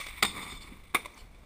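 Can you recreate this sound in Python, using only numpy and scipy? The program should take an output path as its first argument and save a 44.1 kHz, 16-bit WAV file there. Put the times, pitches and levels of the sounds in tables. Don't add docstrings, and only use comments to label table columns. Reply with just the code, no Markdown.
import sys
import numpy as np
from scipy import signal
from scipy.fft import rfft, irfft
from scipy.io import wavfile

SR = 44100
rng = np.random.default_rng(int(sys.argv[2]) if len(sys.argv) > 2 else 0)


def generate_wav(sig):
    pcm = np.round(np.clip(np.atleast_2d(sig).T, -1, 1) * 32767).astype(np.int16)
    wavfile.write(sys.argv[1], SR, pcm)


N = 63945
FFT_SIZE = 81920
HZ, T = np.fft.rfftfreq(FFT_SIZE, 1 / SR) + 1e-3, np.arange(N) / SR
SLAM_S = 0.224

# frequency in Hz, width in Hz, dB over the plain sound.
BOARD_MODES = [(1129, 228, 15), (2081, 258, 13), (2262, 83, 17.5), (3472, 227, 11.5), (8420, 152, 12.5),
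               (9777, 165, 17.5), (10800, 117, 14.5), (13330, 250, 16), (14300, 210, 24)]


def amp(db):
    return 10 ** (np.asarray(db) / 20)


def unit(x):
    return x / np.sqrt(np.mean(abs(x) ** 2) + 1e-20)


def read(points, hz):
    f, value = np.transpose(points)
    return np.interp(np.log(hz + 1), np.log(f), value)


def level(points):
    s, db = np.transpose(points)
    outside_s = np.maximum(np.maximum(s[0] - T, T - s[-1]), 0)
    return amp(np.interp(T, s, db) - 200 * outside_s)


def resonances(modes):
    return sum(amp(db) / (1 + 1j * (HZ ** 2 - hz ** 2) / (HZ * width)) for hz, width, db in modes)


def body(colour, modes=()):
    log_gain = np.log(amp(read(colour, HZ)))
    phase = -signal.hilbert(np.r_[log_gain, log_gain[-2:0:-1]]).imag[:len(HZ)]
    return np.exp(log_gain + 1j * phase) * (1 + resonances(modes))


def through(x, response):
    return irfft(rfft(x, FFT_SIZE) * unit(response))[:N]


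def drift(rate_hz):
    return unit(irfft(rfft(rng.standard_normal(FFT_SIZE)) / (1 + (HZ / rate_hz) ** 4))[:N])


def waver(rate_hz, depth_db):
    return amp(depth_db * drift(rate_hz))


def swell(s, half_s, db):
    return amp(db) * np.exp(-((T - s) / half_s) ** 2)


def grit(smooth, grains_per_s=4500, spread_db=3):
    size = amp(spread_db * np.minimum(rng.exponential(1, N), 4))
    grains = size * rng.choice([-1, 1], N) * (rng.random(N) < grains_per_s / SR)
    return unit(grains) + smooth * rng.standard_normal(N)


def blows(rows, response, thud_hz=856, treble_hz=3000, rise_s=0.00067):
    out = np.zeros(N)
    treble = 1j * HZ / (treble_hz + 1j * HZ)
    thud = amp(1.5) / (1 + 1j * HZ / thud_hz) ** 2
    above_thud = 1j * HZ / (thud_hz + 1j * HZ)
    for s, db, decay_s, treble_db in rows:
        chatter = rng.standard_normal(N) * np.exp(-T / decay_s) * (1 - np.exp(-T / rise_s))
        force = thud + rfft(chatter / np.linalg.norm(chatter), FFT_SIZE) * above_thud
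        shelf = 1 + (amp(treble_db) - 1) * treble
        sound = irfft(force * response * shelf)[:N]
        start = round(s * SR)
        out[start:] += amp(db) * sound[:N - start] / np.linalg.norm(sound)
    return out


def wind():
    # frequency in Hz, gain in dB.
    colour = [(10, -7), (35, 2), (60, -1.5), (110, -12), (300, -21), (4000, -40), (15000, -52.5)]
    # time in seconds, level in dB.
    gusts = [(0, -51.5), (.53, -51.5), (.79, -50), (.93, -54), (1.08, -53.5), (1.16, -60.5), (1.225, -48.5),
             (1.29, -53), (1.45, -51.5)]
    return unit(through(rng.standard_normal(N), body(colour))) * level(gusts)


def yard(x, rise_s=0.0055):
    # frequency in Hz, seconds to die away by 60 dB.
    decay = [(150, 1), (1000, 0.086), (4000, 0.54), (12000, 0.3)]
    hz, t, noise = signal.stft(rng.standard_normal(SR // 2), SR, nperseg=256)
    tail = signal.istft(noise * amp(-60 * t / read(decay, hz)[:, None]), SR, nperseg=256)[1]
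    tail *= np.minimum(T[:len(tail)] / rise_s, 1)
    return signal.fftconvolve(x, tail / np.linalg.norm(tail))[:N]


def pebble(ring_hz=6000, width_hz=1100):
    tick = rng.standard_normal(N) * swell(s=1.1455, half_s=0.0025, db=-56)
    return through(tick, resonances([(ring_hz, width_hz, 0)]) ** 2)


def skids():
    # centre in seconds, half length in seconds, level in dB.
    slides = [(0.435, 0.024, -55), (0.526, 0.056, -54.5), (0.625, 0.013, -53), (0.669, 0.03, -62),
              (1.172, 0.0063, -62), (1.199, 0.024, -57)]
    # frequency in Hz, width in Hz, relative level in dB.
    squeal = [(3020, 410, 2.5), (4330, 370, 6), (7300, 530, -2.5)]
    pressure = sum(swell(*slide) for slide in slides)
    return through(unit(grit(smooth=0.32)) * pressure, resonances(squeal))


def spinning_wheels():
    # frequency in Hz, gain in dB.
    colour = [(80, -11), (200, -5), (500, -18.5), (1100, -9), (1550, -9), (2200, -5), (4000, -8.5),
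              (6000, -17), (9000, -11.5), (12000, -32.5), (14500, -24)]
    # time in seconds, level in dB.
    fade = [(0, -44), (.06, -47), (.13, -46), (.21, -52), (.5, -56.5), (.93, -62.5), (.96, -90)]
    whirr = unit(grit(smooth=3.2) * waver(66, depth_db=3.3)) * level(fade)
    return through(whirr, body(colour, BOARD_MODES))


def rattles():
    # start in seconds, energy in dB, chatter decay in seconds, treble in dB.
    knocks = [(.001, -12.5, 0.012, -5.5), (.012, -14, 0.043, 7), (.0665, -13.5, 0.005, -5),
              (.085, -18, 0.0068, -3), (.095, -30, 0.0044, -1), (.138, -25, 0.0023, -13),
              (1.176, -25.5, 0.0053, -6), (1.345, -33.5, 0.021, -16)]
    # frequency in Hz, gain in dB.
    colour = [(100, -1), (500, -2), (1300, -10.5), (2200, -5), (5500, -3), (9000, -8), (14500, -40)]
    return blows(knocks, body(colour, BOARD_MODES))


def landing():
    # start in seconds, energy in dB, chatter decay in seconds, treble in dB.
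    clack_blows = [(.9405, -21.5, .003, -12), (.9458, -1, 0.0026, 14), (.9485, 4, 0.0027, -3),
                   (.9525, 1.5, 0.0011, 9), (.958, -2.5, 0.0018, 10), (.9635, -6.5, 0.0089, 4)]
    bounce_blows = [(1.048, -19, 0.003, -6), (1.0575, -11.5, 0.0039, -3)]
    # frequency in Hz, width in Hz, gain in dB.
    clack_modes = [(460, 60, 12), (1150, 70, 15), (1225, 65, 20), (1490, 28, 11), (1632, 24, 11),
                   (2165, 65, 18), (2440, 30, 7), (3560, 70, 19), (3700, 28, 19)]
    bounce_modes = [(598, 55, 24), (1009, 59, 26), (3575, 60, 22)]
    # frequency in Hz, gain in dB.
    clack_colour = [(60, -10), (150, 2.5), (400, 4), (750, -3), (1300, -5), (2500, -2), (4000, -16.5),
                    (6000, -18.5), (9000, -12), (12000, -24), (14500, -25)]
    bounce_colour = [(100, -15), (400, -2.5), (800, -8), (2500, -3), (4000, -8), (6000, -8.5), (7500, -4.5),
                     (14500, -22)]
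    roll_colour = [(80, -21), (200, 0), (500, -1.5), (1100, -12), (2200, -14), (4000, -17), (6000, -16.5),
                   (9000, -20.5), (12000, -36), (14500, -32.5)]
    # time in seconds, level in dB.
    roll_fade = [(.945, -62), (.96, -43.5), (1.01, -52.5), (1.1, -57), (1.2, -55.5), (1.28, -64),
                 (1.45, -64.5)]
    clack = blows(clack_blows, body(clack_colour, BOARD_MODES + clack_modes))
    bounce = blows(bounce_blows, body(bounce_colour, BOARD_MODES + bounce_modes))
    roll = unit(grit(smooth=0.59) * waver(74, depth_db=1.5)) * level(roll_fade)
    return clack + bounce + through(roll, body(roll_colour, BOARD_MODES))


def thump(hz=208, db=-31.5, swell_s=0.011):
    age = np.maximum(T - SLAM_S, 0)
    envelope = age / swell_s * np.exp(1 - age / swell_s)
    return amp(db) * envelope * np.sin(2 * np.pi * hz * age)


def singing_metal(slip_hz=293, jitter_hz=66, sharp=0.04, settle_s=0.055, knock_decay_s=0.007):
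    # frequency in Hz, relative level in dB.
    partials = [(3548, -3.5), (5060, -16.5), (6950, -16), (8450, -9.5)]
    # time in seconds, level in dB.
    slip_drive = [(.228, -60), (.24, -40), (.3, -45), (.335, -58), (.366, -46), (.386, -55), (.434, -44),
                  (.46, -56), (.516, -43.5), (.55, -57), (.577, -49), (.595, -62), (.625, -52), (.66, -65),
                  (.8, -74)]
    knocks = [(0.2646, -34), (0.2817, -48), (0.298, -52)]
    knocked = sum(amp(db) * (T > s) * np.exp(-abs(T - s) / knock_decay_s) for s, db in knocks)
    bend = 1 + sharp * np.exp(-np.maximum(T - SLAM_S, 0) / settle_s)
    ring = np.zeros(N)
    for hz, db in partials:
        turns = np.cumsum(hz * bend + jitter_hz * drift(slip_hz)) / SR
        roughness = waver(slip_hz, depth_db=2) * waver(21, depth_db=0.5)
        ring += amp(db) * np.sin(2 * np.pi * turns) * roughness
    return unit(ring) * (level(slip_drive) + knocked)


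def grind():
    # start in seconds, energy in dB, chatter decay in seconds, treble in dB.
    slam_blows = [(.224, -13, 0.0011, 6), (.2265, 4.5, 0.0021, 8.5), (.228, 5, .0016, 0),
                  (.2328, 3, 0.0027, 8.5), (.238, -15, 0.0028, -8), (.2425, -4, 0.0059, -4),
                  (.249, 0.5, 0.0064, 7)]
    # frequency in Hz, width in Hz, gain in dB.
    edge_modes = [(374, 55, 15), (808, 56, 7), (1246, 29, 5), (1340, 62, 6.8), (1860, 24, 10.7),
                  (2880, 170, 7.8), (3360, 26, 8.5), (3660, 43, 18.3), (4590, 310, 5.8)]
    # frequency in Hz, gain in dB.
    slam_colour = [(60, -3), (130, 6), (250, 4.5), (600, 2), (1200, 1.5), (2500, -1.5), (4300, -2.5),
                   (6000, -14), (7600, 1), (10000, -16.5), (12000, -21.5), (14500, -25)]
    scrape_colour = [(100, -15.5), (380, 6), (600, -5.5), (730, -3.5), (1200, -4), (1600, -7.5),
                     (2200, -4.5), (2700, -10), (4400, -12), (6000, -20), (7600, -14), (10000, -17),
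                     (12000, -27), (14500, -27)]
    rumble_colour = [(60, -6), (130, -6.5), (190, 1), (280, -1.5), (400, -7), (800, -48), (2000, -59.5)]
    # time in seconds, level in dB.
    scrape_curve = [(.225, -68), (.24, -43.5), (.31, -47.5), (.375, -40), (.45, -44), (.53, -46.5),
                    (.6, -63), (.63, -55), (.68, -52.5), (.73, -60.5), (.78, -62)]
    rumble_curve = [(.225, -68), (.26, -44.5), (.3, -50), (.38, -44), (.44, -52), (.53, -48), (.61, -61.5),
                    (.72, -51.5), (.8, -70.5), (.9, -73)]
    slam = blows(slam_blows, body(slam_colour, BOARD_MODES + edge_modes))
    friction = unit(grit(smooth=0.43) * waver(100, depth_db=2.26))
    scrape = through(friction * level(scrape_curve), body(scrape_colour, BOARD_MODES))
    rumble = unit(through(friction, body(rumble_colour))) * level(rumble_curve)
    return slam + scrape + rumble


def scene():
    skate = spinning_wheels() + rattles() + grind() + thump() + singing_metal()
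    skate += landing() + skids() + pebble()
    return (skate + amp(-15.5) * yard(skate) + wind())[None]


def record(dry, cut_hz=15450):
    lowpass = signal.firwin(401, cut_hz, window=("kaiser", 8), fs=SR)
    return signal.oaconvolve(dry, lowpass[None], "same")


dry = scene()
out = record(dry)
generate_wav(out)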